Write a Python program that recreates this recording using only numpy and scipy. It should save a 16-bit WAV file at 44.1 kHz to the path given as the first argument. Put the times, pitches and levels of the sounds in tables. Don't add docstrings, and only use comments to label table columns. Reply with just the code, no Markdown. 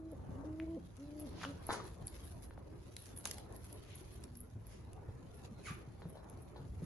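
import sys
import numpy as np
from scipy import signal
from scipy.fft import rfft, irfft
from scipy.io import wavfile
from scipy.ndimage import uniform_filter1d

SR = 44100
rng = np.random.default_rng(int(sys.argv[2]) if len(sys.argv) > 2 else 0)


def store_wav(level_fs):
    pcm = np.round(np.clip(np.atleast_2d(level_fs), -1, 1) * 32767)
    wavfile.write(sys.argv[1], SR, pcm.T.astype(np.int16))


N = 302085
TIME = np.arange(N) / SR
# f/Hz, level/dB
ROLL_OFF = [(11700, 0), (12500, -20), (13500, -45)]


def amp(db):
    return 10 ** (np.asarray(db) / 20)


def unit(x):
    return x / np.sqrt(np.mean(x ** 2) + 1e-20)


def read(points, hz):
    f, value = np.transpose(points)
    return np.interp(np.log(hz + 1), np.log(f + 1), value)


def follow(rows):
    s, *columns = np.transpose(rows)
    return [np.interp(TIME, s, c) for c in columns]


def add(mix, s, sound):
    part = mix[..., max(round(s * SR), 0):][..., :sound.shape[-1]]
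    part += sound[..., :part.shape[-1]]


def colour(x, spectrum):
    n = x.shape[-1]
    return irfft(rfft(x) * amp(read(spectrum, np.fft.rfftfreq(n, 1 / SR))), n)


def resonate(x, hz, width_hz, passes=1):
    for _ in range(passes):
        x = signal.lfilter(*signal.iirpeak(hz, hz / width_hz, SR), x)
    return x


def drift(rate_hz):
    low_pass = np.exp(-(np.fft.rfftfreq(N, 1 / SR) / rate_hz) ** 2)
    return unit(irfft(rfft(rng.standard_normal(N)) * low_pass, N))


def patchy(x, depth_db, span_hz, span_s):
    spectra = signal.stft(x, SR, nperseg=1024)[2]
    patches = rng.standard_normal(spectra.shape[1:])
    for axis, size in enumerate([span_hz * 1024 / SR, span_s * SR / 512]):
        patches = uniform_filter1d(patches, round(size), axis)
    return signal.istft(spectra * amp(depth_db * unit(patches)), SR, nperseg=1024)[1][:, :N]


def pair(z, alike):
    return np.array([z[0], alike * z[0] + np.sqrt(1 - alike ** 2) * z[1]])


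def from_left(x, lag_s):
    return np.array([x, np.interp(TIME - lag_s, TIME, x)])


def damped_sine(t, hz, t60):
    return np.sin(2 * np.pi * hz * t) * amp(-60 * t / t60) * (1 - np.exp(-2 * hz * t))


def booms(climb_per_s=0.208, scoop_depth=0.131, scoop_s=0.0266, rest_s=0.1, fall_s=0.047):
    notes = [(-.2, 0.121, 325.8, -51, -16, -10, 0.49), (0.353, 0.4, 289, -50, -15, 2, 0.095),
             (0.444, 0.76, 329.4, -46.5, -16, -8.5, 0.59), (0.979, 1.248, 304.7, -46, -13, 25, 0.424),
             (1.453, 1.494, 293.7, -48, -10, -2, 0.071)]
    out = np.zeros(N)
    waver, tremble, surge, husk = drift(30), drift(33), drift(7), drift(220)
    flutter = unit(resonate(rng.standard_normal(N), hz=72, width_hz=36))
    octave_sway = drift(33)
    rests = [True] + [after[0] - before[1] > rest_s for before, after in zip(notes, notes[1:])]
    for (start, end, top_hz, end_db, octave_db, swell, sag), rested in zip(notes, rests):
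        at = np.arange(max(int(start * SR), 0), int((end + fall_s) * SR))
        t = at / SR
        to_go = np.maximum(end - t, 0)
        slack = np.clip((t - end) / fall_s, 0, 1)
        scoop = scoop_depth * np.exp((start - t) / scoop_s) * rested
        hz = top_hz * (1 - climb_per_s * to_go - scoop)
        rough = (0.005 + 0.07 * slack) * husk[at]
        phase = 2 * np.pi * np.cumsum(hz * (1 - sag * slack + 0.006 * waver[at] + rough)) / SR
        octave = amp(octave_db + 7 * slack + octave_sway[at])
        tone = np.sin(phase) + octave * np.sin(2 * phase)
        tone *= 1 + 0.035 * husk[at] + 0.055 * flutter[at]
        level = amp(end_db - swell * to_go + 1.64 * tremble[at] + surge[at])
        envelope = np.minimum((t - start) / 0.0023, 1) * (1 - slack ** 2)
        out[at] += np.sqrt(2) * level * envelope * tone
    out += throat_catches()
    return from_left(out, lag_s=0.00008) + amp(-16) * hall(out)


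def throat_catches(gap_s=0.00633):
    # t/s, level/dB
    catches = [(.129, -40.5), (0.441, -40.5), (.771, -38.5), (1.272, -44)]
    out, t = np.zeros(N), np.arange(SR // 10) / SR
    pulse = damped_sine(t, hz=540, t60=0.058)
    for s, db in catches:
        add(out, s - gap_s, amp(db - 4) * pulse)
        add(out, s, amp(db) * pulse)
    return out


def knocks(right_db=-2):
    # t/s, level/dB, f/Hz, t60/s, send to the hollow body/share
    hits = [(.600, -36, 2120, 0.0021, .01), (1.417, -44, 1390, 0.0062, 0), (1.433, -38, 1330, 0.009, 0.35),
            (1.4406, -31, 1410, 0.0067, 0), (1.4503, -30.5, 1020, 0.0025, 0),
            (1.45, -36.5, 2920, 0.0061, 0.05), (1.6908, -29.5, 850, 0.0075, 0),
            (1.6912, -31.5, 390, 0.0088, 0.4), (1.695, -33, 700, 0.0031, 0),
            (1.6985, -37, 1150, 0.005, 0.46), (1.7055, -29.5, 1090, 0.0049, 0.5),
            (1.7334, -36, 1010, 0.031, 0), (1.7378, -37, 770, 0.0067, 0.4),
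            (1.742, -37.5, 1400, 0.013, 0.54), (1.8006, -39.5, 1167, 0.022, 0.45),
            (2.081, -45.5, 4550, 0.0092, 0.3), (2.509, -44.5, 1360, 0.0016, 0.16),
            (2.577, -45, 1070, 0.0026, 0.06), (2.579, -46.5, 625, .012, 0),
            (2.966, -40, 4040, 0.0077, 0.06), (3.2542, -35.5, 6330, .006, 0.08),
            (3.2592, -37, 1130, 0.0037, 0.22), (3.312, -45, 2000, 0.01, 0.1),
            (5.087, -52, 530, 0.021, 0.34), (6.02, -41.5, 910, 0.0012, 0.28), (6.054, -46, 450, 0.004, 0),
            (6.103, -49, 520, 0.0035, 0), (6.156, -42, 595, 0.0059, 0.14),
            (6.171, -45.5, 634, 0.0037, 0.37), (6.561, -48.5, 840, 0.0093, 0.84),
            (6.82, -46, 463, 0.015, 0)]
    out, blows, t = np.zeros(N), np.zeros(N), np.arange(SR // 2) / SR
    for s, db, hz, t60, share in hits:
        push = damped_sine(t, hz, t60)
        add(out, s, amp(db + 1) * push / abs(push).max())
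        add(blows, s, np.array([amp(db) * share]))
    return out * amp([[0], [right_db]]) + hollow_body(blows) + amp(-11) * hall(out)


def hollow_body(blows, ring_t60=0.3, buzz_t60=0.2, right_db=-3):
    modes_hz = [691, 848, 957, 1032, 1076, 1228, 1329, 1415, 1465, 1553, 1645, 1740, 1863, 2089]
    modes_db = [-58, -46.5, -43.5, -72, -51.5, -54, -72, -54, -51, -67, -60, -50, -86, -80]
    t = np.arange(SR // 2) / SR
    modes = sum(amp(db) * np.sin(2 * np.pi * (hz * t + 0.038 * rng.random()))
                for hz, db in zip(modes_hz, modes_db))
    upper_modes = resonate(rng.standard_normal(len(t)), hz=3900, width_hz=1300, passes=2)
    ring = amp(-11) * signal.fftconvolve(blows, unit(modes) * amp(-60 * t / ring_t60))[:N]
    buzz = amp(-15) * signal.fftconvolve(blows, unit(upper_modes) * amp(-60 * t / buzz_t60))[:N]
    return from_left(ring, lag_s=0.0001) * amp([[0], [right_db]]) + from_left(buzz, lag_s=0.00017)


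def grit_ticks(port_hz=11000, rise_s=0.0001, snap_s=0.0012, press_s=0.0038, crumble_s=0.025):
    # t/s, level/dB, crack and clink trim/dB
    snaps = [(0.116, -55.5, -12), (0.967, -73, 19), (1.197, -40, -15), (1.203, -46, -9), (1.667, -35, -22),
             (1.682, -57, -8), (2.069, -31, -18), (2.078, -51, 5), (2.249, -58, -12), (2.4225, -55, 0),
             (2.439, -53, -7), (2.9652, -55.5, 17), (3.02, -49, -12), (3.057, -62, 13.5), (3.174, -37, -14),
             (3.186, -37.5, -31), (3.2417, -58, 10), (3.2538, -38, 9), (3.2577, -45, 7), (3.272, -37, -2),
             (3.311, -40.5, 9), (3.314, -49, 4), (3.334, -50, 1), (3.342, -53, 7), (3.3821, -53.5, 11.5),
             (3.524, -61, 8), (3.562, -45.5, -9), (3.644, -54, 0), (3.7266, -41.5, -7),
             (3.9537, -41.5, -25), (4.2358, -52, -1), (4.2391, -54.5, 10.5), (4.353, -51.5, -2),
             (4.37, -42, -22), (4.404, -39, -35), (4.668, -47.5, -11), (4.931, -54, 3), (6.298, -49, -8)]
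    # f/Hz, level/dB
    crack_eq = [(600, 27.5), (1500, 18), (3800, 12), (5000, 28.5), (6500, 26), (8300, 26.5), (11000, 28.5),
                (14000, 7)]
    out, t = np.zeros((2, N)), np.arange(6000) / SR - 0.02
    snap = np.exp(np.minimum(t / rise_s, -t / snap_s))
    crumble = np.exp(np.minimum(t / press_s, -t / crumble_s))
    for s, db, crack_db in snaps:
        noise = rng.standard_normal((2, len(t)))
        crumbs = unit(rng.random(len(t)) < 900 / SR)
        burst = pair(noise * (snap + amp(-19) * crumble * crumbs), alike=1)
        hz = port_hz * rng.uniform(0.975, 1.005)
        port_ring = unit(colour(resonate(burst, hz, width_hz=910, passes=2), ROLL_OFF))
        crack = colour(pair(noise * snap, alike=0.03), crack_eq) * amp([[-2], [0]])
        tick = amp(11) * port_ring + amp(crack_db + 10) * (unit(crack) + amp(-4) * unit(clink(t)))
        add(out, s + t[0] + 0.0009, amp(db) * tick * np.sqrt(2 / len(t)))
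    return out + amp(-21) * hall(out)


def clink(t, t60=0.018, count=12):
    hz = np.exp(rng.uniform(np.log(1500), np.log(9000), (count, 1)))
    phase = rng.random((2, count, 1))
    age = np.maximum(t, 0)
    return (t > 0) * amp(-60 * age / t60) * np.sin(2 * np.pi * (hz * age + phase)).sum(1)


def footfalls(rise_s=0.045, t60=0.055):
    # t/s, level/dB, f/Hz
    steps = [(0.285, -43, 160), (0.352, -44, 114), (4.555, -41.5, 108), (4.875, -42, 96),
             (5.086, -41.5, 103), (5.514, -45, 213), (5.704, -39, 155), (5.873, -43, 118.7),
             (6.054, -37, 160), (6.327, -48, 105), (6.596, -41.5, 130), (6.641, -42, 104), (6.734, -47, 85),
             (6.822, -36.5, 160)]
    out, t = np.zeros(N), np.arange(SR // 4) / SR
    envelope = amp(-60 * t / t60) * (1 - np.exp(-t / rise_s))
    envelope /= envelope.max()
    for s, db, hz in steps:
        puff = resonate(rng.standard_normal(len(t)), hz=207, width_hz=200)
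        puff = unit(resonate(puff, hz=247, width_hz=200))
        add(out, s, amp(db - 1) * envelope * (np.sin(2 * np.pi * hz * t) + amp(-12) * puff))
    return out + amp(-15) * hall(out)


def grains(per_s, spread_db, size=N):
    strength = amp(spread_db * np.minimum(rng.exponential(1, size), 4))
    strikes = rng.random(size) < per_s / SR
    return unit(strength * strikes * rng.standard_normal((2, size)))


def scuffs():
    # peak t/s, level/dB, rise/s, t60/s, centre f/Hz, breadth/octaves,
    # hall send/dB, left minus right/dB, grain rate/(1/s)
    strokes = [(.33, -57, 0.22, 1, 189, 1.33, 3, -0.5, 3300),
               (0.391, -68.5, 0.043, 0.76, 870, 0.43, 5, 8.5, 4000),
               (1.437, -46.5, 0.027, 0.039, 1380, 1.46, -26, 0, 2600),
               (1.43, -59, 0.053, 0.12, 3900, 0.43, 2, -2, 8500),
               (1.698, -44.5, 0.0096, 0.64, 394, 1.06, -9, 4.5, 570),
               (1.708, -44, 0.0093, 0.32, 1260, 0.4, -20, -2, 3200),
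               (1.712, -52, 0.011, 0.11, 2060, 0.1, -2.5, -4, 1700),
               (1.733, -48, 0.018, 0.042, 5860, 0.94, -0.5, 0.5, 1300),
               (3.255, -46.5, 0.0034, 0.17, 6600, 1.3, -2, 1, 6800),
               (3.512, -56.5, 0.043, 0.25, 414, 0.71, -7, -1, 2900),
               (3.935, -61.5, 0.059, 0.11, 3030, 0.55, -5.5, 2.5, 8400),
               (4.719, -69, 0.044, 0.3, 4400, 1.9, 4.5, -0.5, 13500),
               (5.668, -53.5, 0.021, 0.25, 4670, 2.7, -6, -0.5, 5300),
               (6.17, -63, 0.031, 1, 530, 0.84, 4.5, 1.5, 89), (6.59, -62, 0.09, 0.2, 420, 0.6, -2, 0, 300)]
    # f/Hz, level/dB
    sand_eq = [(2000, 14.5), (2800, 11), (4000, 7.5), (6800, 11.5), (8300, -1), (10800, 18.5), (12500, -41)]
    direct, send, t = np.zeros((2, N)), np.zeros((2, N)), np.arange(SR) / SR - 0.5
    f = np.fft.rfftfreq(SR, 1 / SR) + 1
    for s, db, rise, t60, hz, octaves, hall_db, side_db, per_s in strokes:
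        alike = 0.71 if hz < 2000 else -0.076
        sand = colour(pair(grains(per_s, spread_db=0.83, size=SR), alike), sand_eq)
        band = np.exp(-0.5 * (np.log2(f / hz) / octaves) ** 2)
        rub = unit(irfft(rfft(sand) * band, SR))
        envelope = np.exp(np.minimum(t, 0) / rise) * amp(-60 * np.maximum(t, 0) / t60)
        gains = amp(db + side_db * np.array([[0.5], [-0.5]]))
        scuff = (gains * envelope * rub)[:, t >= -s]
        add(direct, s + t[0], scuff)
        add(send, s + t[0], amp(hall_db) * scuff)
    return direct + hall(send)


def sand_crunch(press_s=0.015, settle_s=0.045, clump_hz=35):
    # t/s, level/dB
    shifting = [(0.0, -83), (1.05, -76), (1.41, -71.5), (2.31, -73.5), (2.5, -83.5), (2.9, -73.5),
                (3.13, -73.5), (4.12, -71.5), (4.46, -81), (5.04, -80), (5.51, -79.5), (6.85, -78)]
    # t/s, fizz level/dB, rustle level/dB
    crunches = [(.45, -97, -84), (1.44, -80, -66.5), (1.84, -67.5, -74.5), (2.145, -66, -73),
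                (2.251, -58.5, -77), (2.311, -62.5, -74), (2.43, -63.5, -76), (2.992, -58, -74.5),
                (3.061, -64, -72.5), (3.169, -58, -82), (3.34, -59, -72), (3.549, -65, -87),
                (3.651, -57.5, -71), (3.962, -63.5, -91), (4.135, -65, -84), (5.355, -67, -76),
                (5.448, -84, -77), (5.71, -62.5, -86), (6.1, -66, -89), (6.42, -69, -101), (6.83, -74, -86)]
    # f/Hz, level/dB
    rustle_eq = [(700, -7.5), (1300, 0), (2500, -3), (4000, -1), (5400, -4.5), (6700, -3.5), (8200, -16.5),
                 (10800, -5), (12500, -31)]
    steady_db, = follow(shifting)
    rustle_power, fizz_power = amp(steady_db + 4) ** 2, amp(steady_db - 4) ** 2
    for s, fizz_db, rustle_db in crunches:
        envelope = np.exp(np.maximum(np.minimum((TIME - s) / press_s, (s - TIME) / settle_s), -20))
        rustle_power += (amp(rustle_db + 11.5) * envelope) ** 2
        fizz_power += (amp(fizz_db) * envelope) ** 2
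    clumps = drift(clump_hz)
    rustle = colour(grains(per_s=5000, spread_db=3.3), rustle_eq)
    rustle = unit(patchy(rustle, depth_db=3.2, span_hz=260, span_s=0.06))
    fizz = pair(grains(per_s=3000, spread_db=2.5), alike=0.57)
    fizz = unit(resonate(fizz, hz=10700, width_hz=2000, passes=2))
    rustle *= np.sqrt(rustle_power) * amp(2 * clumps)
    fizz *= np.sqrt(fizz_power) * amp(2.5 * clumps)
    return rustle + fizz


def squawk(jitter=0.058, half_lines_db=-6, first_pulse_s=5.633, pulses_per_s=81.5, pulse_s=0.003):
    # t/s, f/Hz, level/dB
    contour = [(5.626, 2600, -70), (5.648, 2450, -58), (5.659, 2270, -48.5), (5.671, 1490, -50.5),
               (5.686, 1200, -48.5), (5.71, 1170, -60)]
    # f/Hz, level/dB
    throat_eq = [(1200, 5), (2400, 1), (3300, -7.5), (4200, -9), (5300, -17), (6800, -7), (9000, -48)]
    at = (TIME > contour[0][0]) & (TIME < contour[-1][0])
    hz, db = (curve[at] for curve in follow(contour))
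    phase = 2 * np.pi * np.cumsum(hz * (1 + jitter * drift(900)[at])) / SR
    voice = sum(amp(read(throat_eq, k * hz / 2) + half_lines_db * (k % 2)) * np.sin(k * phase / 2)
                for k in range(2, 13))
    since_pulse = (TIME[at] - first_pulse_s) % (1 / pulses_per_s)
    pulses = 0.3 + np.exp(-since_pulse / pulse_s)
    out = np.zeros(N)
    out[at] = amp(db) * unit(voice * pulses)
    return amp(-3.5) * out + amp(-2) * hall(out)


def hall(x, onset_s=0.00057):
    # f/Hz, t60/s
    decay = [(150, 0.68), (500, 0.26), (1500, 0.44), (5000, 0.38), (12000, 0.14)]
    hz, t, spectra = signal.stft(rng.standard_normal((2, SR)), SR, nperseg=256)
    spectra *= amp(-60 * t / read(decay, hz)[:, None]) * (1 - np.exp(-t / onset_s))
    tail = signal.istft(spectra, SR, nperseg=256)[1]
    return signal.fftconvolve(np.atleast_2d(x), tail / np.linalg.norm(tail[0]), axes=1)[:, :N]


def hum(waver=0.0234, rise_s=0.2, fall_s=0.094):
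    # peak t/s, f/Hz, level/dB
    swells = [(0.792, 177.7, -56), (1.5, 177.7, -56), (4.4, 239.2, -62)]
    out = np.zeros(N)
    wavering_time = np.cumsum(1 + waver * drift(54)) / SR
    for s, hz, db in swells:
        envelope = np.exp(-((TIME - s) / np.where(TIME < s, rise_s, fall_s)) ** 2)
        out += np.sqrt(2) * amp(db) * envelope * np.sin(2 * np.pi * hz * wavering_time)
    return out


def room_tone(lump_db=1.65, swell_db=1.5):
    # t/s, rumble level/dB, wash level/dB
    faders = [(0, -58.5, -71), (.35, -49.5, -71), (.9, -57, -68), (1.35, -54.5, -63.5), (2.4, -53.5, -64.5),
              (2.8, -56.5, -66.5), (3.6, -55.5, -64), (4.6, -54.5, -69.5), (5.07, -54, -62.5),
              (5.25, -54.5, -65), (6.45, -55.5, -66), (6.8, -49.5, -67)]
    # f/Hz, level/dB
    rumble_eq = [(20, -63), (33, -16), (52, 1.5), (80, 2), (108, 1), (135, -4), (200, -10), (330, -23.5),
                 (600, -53)]
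    # f/Hz, level/dB
    wash_eq = [(100, -1.5), (200, -2), (350, 4), (550, -3.5), (1000, -9), (1600, -18), (2600, -25),
               (6000, -74)]
    rumble_db, wash_db = follow(faders)
    rumble = unit(colour(pair(rng.standard_normal((2, N)), alike=0.94), rumble_eq))
    wash = colour(pair(rng.standard_normal((2, N)), alike=0.22), wash_eq)
    wash = unit(patchy(wash, depth_db=3, span_hz=130, span_s=0.07))
    rumble *= amp(rumble_db + 1 + lump_db * drift(19))
    wash *= amp(wash_db + 7 + swell_db * drift(11.5))
    return rumble + wash


def scene():
    soft = colour(scuffs() + squawk() + sand_crunch() + room_tone(), ROLL_OFF)
    return booms() + hum() + knocks() + grit_ticks() + footfalls() + soft


def record(dry):
    low_pass = signal.firwin(201, 13500, window=("kaiser", 7), fs=SR)
    return signal.oaconvolve(dry, low_pass[None], "same")


dry = scene()
out = record(dry)
store_wav(out)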